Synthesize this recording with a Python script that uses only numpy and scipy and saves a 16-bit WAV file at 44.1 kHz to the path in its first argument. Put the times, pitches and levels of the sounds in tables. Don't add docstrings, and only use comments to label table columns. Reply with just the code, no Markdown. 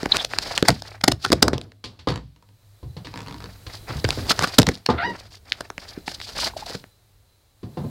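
import sys
import numpy as np
from scipy import signal
from scipy.fft import rfft, irfft, next_fast_len
from scipy.io import wavfile
from scipy.ndimage import uniform_filter1d

SR = 44100
rng = np.random.default_rng(int(sys.argv[2]) if len(sys.argv) > 2 else 0)


def bounce(signal):
    frames = np.transpose(np.atleast_2d(signal))
    limited = np.clip(frames, -1, 1)
    pcm = np.round(limited * 32767).astype(np.int16)
    wavfile.write(sys.argv[1], SR, pcm)


N = 348377
TIME = np.arange(N) / SR

# t/s, hiss/dB, hum/dB
BACKGROUND_LEVELS = [(0, -52, -63.5), (1.0, -61, -47.5), (1.7, -67.5, -55.5), (2.25, -68.5, -58),
                     (2.7, -59.5, -52), (3.4, -53.5, -47), (4.3, -41.5, -51), (4.8, -58, -55),
                     (5.35, -60.5, -50.5), (6.0, -53.5, -58.5), (6.72, -49.5, -59), (6.95, -61, -62.5),
                     (7.55, -62.5, -69.5), (7.85, -51.5, -63)]
# start/s, length/s, rub/dB, hiss/dB
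CASE_STROKES = [(0, 0.053, -35, -34.5), (0.088, 0.14, -35, -31), (0.286, .11, -37.5, -37),
                (0.411, 0.18, -33.5, -33), (0.646, 0.064, -31.5, -31), (0.714, 0.087, -50, -42.5),
                (0.828, 0.12, -45.5, -47.5), (1.185, 0.15, -49.5, -42), (1.267, 0.37, -55, -53.5),
                (3.045, 0.514, -53.5, -55.5), (3.673, 0.1, -45.5, -42), (3.865, 0.076, -31.5, -41.5),
                (3.966, 0.019, -47, -37.5), (4.05, 0.22, -38.5, -36.5), (4.33, 0.23, -39, -36),
                (4.654, 0.11, -46, -41), (4.997, .27, -47, -45.5), (5.304, 0.048, -49.5, -43.5),
                (5.449, 0.21, -51.5, -50.5), (5.785, 0.2, -47.5, -44), (6.057, 0.091, -40.5, -34),
                (6.195, 0.24, -45, -39), (6.348, .13, -34.5, -30), (6.564, 0.058, -40, -36),
                (6.656, 0.1, -41.5, -33)]
# centre/s, length/s, rub/dB, hiss/dB
PORT_SWIPES = [(0.16, 0.037, -26.5, -42), (0.568, 0.054, -35.5, -40.5), (1.25, 0.013, -21, -29),
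               (4.307, 0.025, -17, -16), (4.419, .014, -24, -38.5), (4.44, 0.014, -18, -18.5),
               (6.457, 0.046, -29.5, -28.5)]
# t/s, contact/s, level/dB, weight/dB re level, sharpness/dB re level
CASE_KNOCKS = [(0.0575, 0.00214, -17, -4, -9), (0.1675, 0.00191, -23.5, -9.5, 9),
               (.247, 0.0027, -27, -12, 8.5), (0.3352, 0.0015, -20, -11.5, -15),
               (.3862, .0011, -18, -19.5, 5.5), (0.5773, .0012, -15.5, -22.5, 0.5),
               (.6263, .0005, -18, 6.5, 3), (.683, 0.0043, -7, -9, 0), (0.691, .0014, -8.5, -6, -7.5),
               (0.7031, 0.0021, -21.5, 8, 2), (0.8212, 0.0017, -31.5, -6.5, 1.5),
               (1.0107, 0.0045, -34.5, -15, 0), (1.039, 0.0024, -10.5, -4.5, 0.5),
               (1.0797, 0.0032, -5, 0.5, -3), (1.117, 0.0055, -19, -1, 2), (1.248, 0.0038, -30, -7, 9.5),
               (1.2614, 0.0017, -23.5, -6, -2.5), (1.302, .0015, -33, 8.5, 1.5),
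               (1.319, .0023, -13, -5, 0.5), (1.3276, 0.0037, -15.5, 9, 2), (1.425, .004, -7.5, 0.5, 3.5),
               (1.4811, .0014, -12.5, -7, -4), (1.5322, 0.00074, -24.5, 5, -4),
               (1.5804, 0.00066, -30.5, 4, 2.5), (1.6137, 0.00077, -38, -2, 6.5),
               (1.719, 0.0013, -46, -13.5, -3), (4.043, 0.0012, -22.5, -3.5, 0.5),
               (4.047, 0.0059, -21.5, -21, -6), (4.0894, 0.00084, -19.5, -6, -3.5),
               (4.1058, 0.00053, -17.5, -31, -5.5), (4.392, 0.00049, -16, -16.5, -1),
               (4.4236, 0.0025, -18.5, -4.5, -2.5), (4.474, 0.001, -26, -4.5, -2),
               (4.5851, 0.0029, -5.5, -2, 4), (4.5975, .0013, -15, -2, -2.5),
               (4.6168, 0.0037, -24, 2.5, 4.5), (4.6299, .0015, -22.5, -16, 3),
               (4.6677, 0.0024, -20, -15.5, 2), (4.688, .0014, -13, 1, -3.5),
               (4.7532, 0.0012, -42, -7.5, 9.5), (4.862, 0.0024, -24, -21, 7),
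               (5.521, 0.00057, -13.5, -35, -30), (5.6071, 0.0028, -22.5, -1, -6.5),
               (5.702, 0.0012, -26, -9.5, -7), (5.7802, 0.00047, -24.5, -13.5, -9.5),
               (6.0795, 0.0024, -22, -10.5, -9), (6.201, 0.002, -33.5, -18, -4),
               (6.2147, 0.00051, -32, -26, -6), (6.749, 0.0051, -27.5, 6, -6),
               (6.8406, 0.00039, -39, -9.5, -11)]
# centre/s, length/s, f/Hz, level/dB
FINGER_CHIRPS = [(0.1227, 0.0059, 3835, -5), (0.126, 0.0046, 4300, -17), (0.202, 0.025, 3530, -23.5),
                 (1.252, 0.0091, 1287, -14), (5.978, 0.0041, 287, -21.5), (6.522, 0.0024, 815, -41),
                 (6.538, 0.0031, 880, -28), (6.568, 0.0056, 667, -22.5), (6.628, 0.011, 838, -28),
                 (6.669, 0.0094, 685, -30.5), (6.706, 0.0047, 504, -26.5)]
# t/s, t60/s, boom f/Hz, boom/dB, wood/dB, crack/dB
TIMBER_BLOWS = [(.688, .17, 127.8, -18.5, -38, -48.5), (1.085, 0.083, 128.7, -29, -33, -45),
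                (1.121, 0.24, 85.7, -28, -41, -58), (1.264, 0.17, 115.5, -38.5, -54.5, -52.5),
                (1.335, 0.37, 106.7, -26, -44, -46.5), (1.438, 0.47, 107.5, -26, -21.5, -57.5),
                (1.534, .25, 100.8, -28, -33, -35), (1.84, 0.43, 80.3, -42, -38, -34),
                (1.99, 0.45, 89.8, -48.5, -51.5, -47.5), (2.072, 0.25, 135, -26, -16.5, -34),
                (2.085, 0.4, 115, -26.5, -39, -31), (2.828, .4, 91.7, -33.5, -40, -59),
                (2.966, 0.35, 129, -36, -38.5, -44.5), (3.046, 0.75, 99, -44, -45, -41.5),
                (3.665, 0.19, 70, -37.5, -41.5, -39), (3.895, 1, 125, -33, -34.5, -42),
                (3.955, .15, 90, -28, -58, -66.5), (4.046, 0.58, 85, -22.5, -31, -42),
                (4.173, 0.81, 90, -29, -27.5, -53.5), (4.388, 0.083, 95, -31.5, -32, -48.5),
                (4.592, 0.16, 121, -15.5, -19.5, -45), (4.672, 0.12, 186.4, -24, -25.5, -35.5),
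                (4.888, 0.11, 110, -27.5, -13.5, -40.5), (4.899, 0.3, 110.2, -24, -15, -30.5),
                (6.752, 0.087, 134.6, -45, -49, -67), (7.14, 0.51, 50, -58, -71, -80.5),
                (7.63, 0.48, 151, -35, -34.5, -53.5), (7.771, 0.52, 163, -31, -29, -48.5),
                (7.84, 0.21, 163, -30.5, -32.5, -66)]
# start/s, length/s, first gap/s, gap ratio per slip, level/dB
SLIP_RUNS = [(2.086, .1, .018, 1.0, -26), (2.362, .15, 0.061, 1.13, -47.5), (3.054, .025, 0.017, 1.0, -38),
             (3.14, .1, .0185, .92, -32.5), (3.262, .135, .0102, 1.115, -34),
             (3.404, .06, 0.019, 0.94, -34.5)]
# t/s, f/Hz, level/dB
SQUEAK_PATH = [(4.972, 620, -40), (4.986, 670, -25), (5.02, 720, -23), (5.04, 915, -22), (5.065, 992, -22),
               (5.09, 955, -29), (5.15, 890, -52)]
# f/Hz, gain/dB
SQUEAK_RESPONSE = [(600, -9.5), (950, -2.5), (1400, -5), (1900, -5), (2900, -17), (3900, -19.5),
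                   (4700, -16.5), (5900, -29)]

# f/Hz, level/dB, t60/s
TIMBER_MODES = [(60.6, -6, 0.56), (74.6, -11.5, 0.67), (87.38, -9.5, 0.15), (112, -9, 0.25),
                (130.7, -0.5, 0.13), (146.4, -8, 0.59), (192, -6.5, 0.41), (244.9, 0.5, 0.37),
                (275.6, -5.5, 0.38), (327.7, -2, 0.23), (401, -9.5, 0.37), (452.7, 1.5, 0.046),
                (503, -2.5, 0.17), (727, -10.5, 0.32), (872, -3, 0.12), (1038, 0.5, .15), (1203, -5.5, .14),
                (1739, -18, 0.19), (2040, -12.5, .2)]
JOINT_MODES = [(203.5, -11.5, 0.068), (293, -8, 0.052), (474, -5.5, 0.035), (968, 0, 0.037),
               (1131, -7.5, 0.038), (1275, -10, 0.025), (1620, -22, 0.0098), (1970, -21.5, .015),
               (2715, -28.5, 0.0083), (3950, -4, 0.01), (4470, -4.5, 0.0162), (5130, -18.5, 0.013)]

# f/Hz, relative density/dB
BACKGROUND_SPECTRUM = [(25, -7), (60, -6), (80, -6.5), (135, -11), (200, -21), (400, -19.5), (750, -22.5),
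                       (1000, -25), (3000, -29.5), (4100, -24), (5500, -30.5), (10000, -31.5), (16000, -33)]
RUB_SPECTRUM = [(100, -17), (400, -7), (680, -1), (1050, -6), (1700, -5), (2400, -8.5), (3400, -22)]
HISS_SPECTRUM = [(1500, -20.5), (2800, -4), (3800, 1.5), (4800, 5.5), (6000, -5), (8500, -12.5),
                 (12000, -19), (16000, -27)]
SWIPE_SPECTRUM = [(150, -5), (500, -4.5), (1300, -1.5), (2200, -9), (3200, -14.5)]
CASE_SPECTRUM = [(70, 0), (250, 7), (600, 9), (1000, -9), (1700, -2.5), (2700, -1), (3700, -2), (4900, 0.5),
                 (6000, -10.5), (8500, -13.5), (12000, -18.5), (16000, -13)]
WOOD_SPECTRUM = [(50, 0.5), (120, 4), (250, -3), (500, -11), (1000, -12), (2500, -18), (4500, -12.5),
                 (6500, -29.5), (12000, -42)]
RUMBLE_SPECTRUM = [(25, -5), (55, 4), (105, 2), (170, -8), (350, -11.5)]
ATTIC_SPECTRUM = [(80, 7.5), (1000, -4), (5000, -8), (12000, -11)]


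def from_db(db):
    return 10 ** (np.asarray(db) / 20)


def unit_rms(x):
    return x / np.sqrt(np.mean(x ** 2) + 1e-20)


def per_sample(rows):
    times_s, *columns = np.transpose(rows)
    return [np.interp(TIME, times_s, column) for column in columns]


def add(out, at_s, sound):
    i = max(0, round(at_s * SR))
    out[i:i + len(sound)] += sound[:max(0, N - i)]


def band(x, low_hz, high_hz):
    edges_hz = [low_hz, min(high_hz, SR / 2 - 1000)]
    return signal.sosfilt(signal.butter(2, edges_hz, "band", fs=SR, output="sos"), x)


def dulled(x, top_hz):
    return signal.lfilter(*signal.butter(2, min(top_hz, SR / 2 - 1000), fs=SR), x)


def coloured(x, spectrum):
    hz, db = np.transpose(spectrum)
    size = next_fast_len(len(x))
    bin_hz = np.arange(size // 2 + 1) * SR / size + 1e-3
    gain = from_db(np.interp(np.log(bin_hz), np.log(hz), db))
    skirts = np.minimum(1, bin_hz / hz[0]) ** 2 * np.minimum(1, hz[-1] / bin_hz) ** 2
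    return unit_rms(irfft(rfft(x, size) * gain * skirts, size)[:len(x)])


def drift(rate_hz):
    return unit_rms(np.interp(TIME * rate_hz, np.arange(40000), rng.standard_normal(40000)))


def balance(parts, levels_db, span_s):
    return sum(from_db(db) * part / np.sqrt(np.mean(part[:int(span_s * SR)] ** 2) + 1e-20)
               for part, db in zip(parts, levels_db))


def struck(modes, t, scatter_db=3):
    hz, db, t60_s = np.transpose(modes)[:, :, None]
    strength = from_db(db + scatter_db * rng.standard_normal(hz.shape)) * rng.choice([-1, 1], hz.shape)
    return np.sum(strength * from_db(-60 * t / t60_s) * np.sin(2 * np.pi * hz * t), axis=0)


def background(hum_hz=102, whine_hz=4000, whine_re_hiss_db=-16):
    hiss_db, hum_db = per_sample(BACKGROUND_LEVELS)
    hum = unit_rms(band(rng.standard_normal(N), hum_hz - 5, hum_hz + 5))
    whine = unit_rms(band(rng.standard_normal(N), whine_hz - 12, whine_hz + 12))
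    hiss = coloured(rng.standard_normal(N), BACKGROUND_SPECTRUM)
    return from_db(hum_db) * hum + from_db(hiss_db) * (hiss + from_db(whine_re_hiss_db) * whine)


def stroke_envelopes(attack_share=0.12, release_s=0.018, rub_slope_db=-3.5, hiss_slope_db=-2.5):
    rub_env, hiss_env = np.zeros(N), np.zeros(N)
    for start_s, length_s, rub_db, hiss_db in CASE_STROKES:
        t = TIME[:int((length_s + .25) * SR)]
        attack = 1 - np.exp(-t / (attack_share * length_s))
        shape = attack * np.exp(-np.maximum(t - length_s, 0) / release_s)
        progress = np.minimum(t / length_s, 1) - .5
        add(rub_env, start_s, shape * from_db(rub_db + rub_slope_db * progress))
        add(hiss_env, start_s, shape * from_db(hiss_db + hiss_slope_db * progress))
    return rub_env, hiss_env


def friction(spectrum, grain_db, flutter_db):
    grains = rng.standard_normal(N) * from_db(grain_db * drift(1500))
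    return unit_rms(coloured(grains, spectrum) * from_db(flutter_db * drift(110)))


def rubbing(rub_env, hiss_env, rub_trim_db=-0.5, hiss_trim_db=-2):
    swipe_env = 0
    for centre_s, length_s, rub_db, hiss_db in PORT_SWIPES:
        flat_top = 1 / (1 + (2 * (TIME - centre_s) / length_s) ** 4)
        swipe_env = swipe_env + from_db(rub_db) * flat_top
        hiss_env = hiss_env + from_db(hiss_db) * flat_top
    rub = rub_env * friction(RUB_SPECTRUM, grain_db=0.5, flutter_db=5)
    swipe = swipe_env * friction(SWIPE_SPECTRUM, grain_db=-2.5, flutter_db=5.5)
    hiss = hiss_env * friction(HISS_SPECTRUM, grain_db=2, flutter_db=4)
    return from_db(rub_trim_db) * rub + swipe + from_db(hiss_trim_db) * hiss


def rumble(rub_env, settle_s=0.21, full_rub_db=-22.5, exponent=0.59):
    effort = np.maximum(uniform_filter1d(rub_env, int(settle_s * SR)), 1e-6)
    return from_db(full_rub_db) * effort ** exponent * coloured(rng.standard_normal(N), RUMBLE_SPECTRUM)


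def rebounds(above_db=-17, gap_s=0.0035, loss_db=11.5, extra_weight_db=3.5):
    return [(at_s + contact_s / 2 + gap_s, contact_s / 2, db - loss_db,
             weight_db + extra_weight_db, sharp_db)
            for at_s, contact_s, db, weight_db, sharp_db in CASE_KNOCKS
            if db > above_db and contact_s > .0013]


def snags(hiss_env, tries=70, re_hiss_db=-4.5, spread_db=5, contact_s=0.00087, weight_db=-5):
    samples = rng.integers(0, N, tries)
    offsets_db = rng.normal(re_hiss_db, spread_db, tries)
    return [(i / SR, contact_s, 20 * np.log10(hiss_env[i]) + offset_db, weight_db, 0)
            for i, offset_db in zip(samples, offsets_db) if hiss_env[i] > 1e-4]


def knocks(hiss_env, ring_db=-24, ring_t60_s=0.0087, body_t60_s=.011, band_ratio=1.846,
           lead_s=.003, trim_db=-1, body_trim_db=-2):
    out, t = np.zeros(N), TIME[:SR // 16] - lead_s
    for at_s, contact_s, db, weight_db, sharp_db in list(CASE_KNOCKS) + rebounds() + snags(hiss_env):
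        body_db, click_db = db + weight_db + body_trim_db, db + sharp_db
        ring_hz = 1019 * 2 ** (-weight_db / 24)
        force_db = (body_db + click_db) / 2
        top_hz = 9300 * 2 ** ((force_db + 25) / 43)
        rise_s = 0.00031 + 0.29 * contact_s
        press = np.exp(np.minimum(t / rise_s - 1, 0))
        noise = press * coloured(rng.standard_normal(len(t)), CASE_SPECTRUM)
        after_s = np.maximum(t - contact_s * 0.89, 0)
        contact_decay = from_db(-60 * after_s / (0.001 + contact_s))
        chatter = noise * (contact_decay + from_db(ring_db - 60 * after_s / ring_t60_s))
        body = band(noise * from_db(-60 * after_s / body_t60_s), 66, 550)
        ring = band(chatter, ring_hz / band_ratio, ring_hz * band_ratio)
        click = dulled(band(chatter, 2500, 15000), top_hz)
        knock = balance((body, ring, click), (body_db, db, click_db), lead_s + contact_s + 0.00047)
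        add(out, at_s - lead_s, from_db(trim_db) * knock)
    return out


def chirps(jitter=.085):
    out = np.zeros(N)
    clock_s = TIME + jitter * np.cumsum(drift(1200)) / SR
    grip = from_db(3 * drift(900) - 1)
    for centre_s, length_s, hz, db in FINGER_CHIRPS:
        span = np.abs(TIME - centre_s) < 2 * length_s
        envelope = from_db(db) * np.exp(-3.4 * ((TIME[span] - centre_s) / length_s) ** 2)
        out[span] += envelope * np.sin(2 * np.pi * hz * clock_s[span])
    return out * grip


def thumps(modes_db=-4, crack_t60_share=0.33, tail_db=-22, tail_t60_s=0.33, crack_tail_t60_s=0.62,
           rise_s=.0015, band_ratio=1.6):
    out, t = np.zeros(N), TIME[:SR // 2]
    for at_s, t60_s, boom_hz, boom_db, wood_db, crack_db in TIMBER_BLOWS:
        hardness_db = (wood_db + crack_db) / 2 - boom_db
        top_hz = max(500, 1800 * 2 ** (hardness_db / 5.5))
        lesser = coloured(rng.standard_normal(len(t)), WOOD_SPECTRUM) * np.minimum(t / rise_s, 1)
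        modes = from_db(modes_db - 20 * t / t60_s) * struck(TIMBER_MODES, t)
        body = modes + lesser * (from_db(-60 * t / t60_s) + from_db(tail_db - 60 * t / tail_t60_s))
        boom = band(body, boom_hz / band_ratio, boom_hz * band_ratio)
        wood = dulled(band(body, 180, 1900), top_hz)
        crack_decay = from_db(-60 * t / (t60_s * crack_t60_share))
        crack_tail = from_db(tail_db - 60 * t / crack_tail_t60_s)
        crack = band(lesser * (crack_decay + crack_tail), 1700, 11000)
        add(out, at_s, balance([boom], [boom_db], span_s=.05))
        add(out, at_s, balance((wood, crack), (wood_db, crack_db), span_s=0.014))
    return out


def slips(onset_db=-2, onset_s=0.011, scatter_db=3.5, fade_db=1.03):
    for start_s, length_s, gap_s, gap_ratio, db in SLIP_RUNS:
        at_s = start_s
        while at_s < start_s + length_s:
            held_db = onset_db * np.exp((start_s - at_s) / onset_s)
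            yield at_s, db + held_db + scatter_db * rng.standard_normal()
            at_s += gap_s * rng.normal(1, .02)
            gap_s = max(gap_s * gap_ratio, .005)
            db -= fade_db


def creaks(ring_db=-3, snap_db=-2, snap_t60_s=0.011, timber_db=-16):
    out, t = np.zeros(N), TIME[:SR // 4]
    for at_s, db in slips():
        snap = band(rng.standard_normal(len(t)) * from_db(-60 * t / snap_t60_s), 450, 4000)
        ring = struck(JOINT_MODES, t)
        shake = band(struck(TIMBER_MODES, t), 40, 220)
        add(out, at_s, balance((ring, snap), (db + ring_db, db + snap_db), span_s=0.0007))
        add(out, at_s, balance([shake], [db + timber_db], span_s=0.017))
    return out


def squeak(lock_s=5.07, rasp_s=.1, jitter=0.136, shimmer_db=6, trim_db=-0.5,
           judder_s=5.078, judder_width_s=0.04, judder_db=-35):
    hz, level_db = per_sample(SQUEAK_PATH)
    roughness = np.minimum(.05 + ((TIME - lock_s) / rasp_s) ** 2, .9)
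    phase = 2 * np.pi * np.cumsum(hz * (1 + jitter * roughness * drift(900))) / SR
    response_hz, response_db = np.transpose(SQUEAK_RESPONSE)
    tone = np.zeros(N)
    for k in range(1, 7):
        harmonic_db = np.interp(k * hz, response_hz, response_db) + shimmer_db * roughness * drift(400)
        tone += from_db(harmonic_db) * np.sin(k * phase)
    letting_go = np.exp(-np.minimum(((TIME - judder_s) / judder_width_s) ** 2, 50))
    judder = from_db(judder_db) * letting_go * unit_rms(band(rng.standard_normal(N), 180, 430))
    sliding = (TIME > SQUEAK_PATH[0][0]) & (TIME < SQUEAK_PATH[-1][0])
    return judder + tone * from_db(trim_db + level_db - 2 * roughness) * sliding


def attic(x, t60_s=0.14, delay_s=.004):
    t = TIME[:SR // 2]
    tail = coloured(rng.standard_normal(len(t)), ATTIC_SPECTRUM)
    tail *= from_db(-60 * t / t60_s) * (t > delay_s)
    return signal.fftconvolve(x, tail / np.sqrt(np.sum(tail ** 2)))[:N]


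def scene(handling_send_db=-22, creak_send_db=-9, squeak_send_db=-5):
    rub_env, hiss_env = stroke_envelopes()
    low = thumps() + rumble(rub_env) + background()
    squeaking = squeak()
    handling = rubbing(rub_env, hiss_env) + chirps() + knocks(hiss_env)
    creaking = creaks()
    room = attic(from_db(handling_send_db) * handling + from_db(creak_send_db) * creaking
                 + from_db(squeak_send_db) * squeaking)
    return (handling + creaking + squeaking + low + room)[None]


def record(dry, cutoff_hz=15800):
    lowpass = signal.ellip(10, .1, 70, cutoff_hz, fs=SR, output="sos")
    return signal.sosfilt(lowpass, np.clip(dry, -1, 1))


dry = scene()
out = record(dry)
bounce(out)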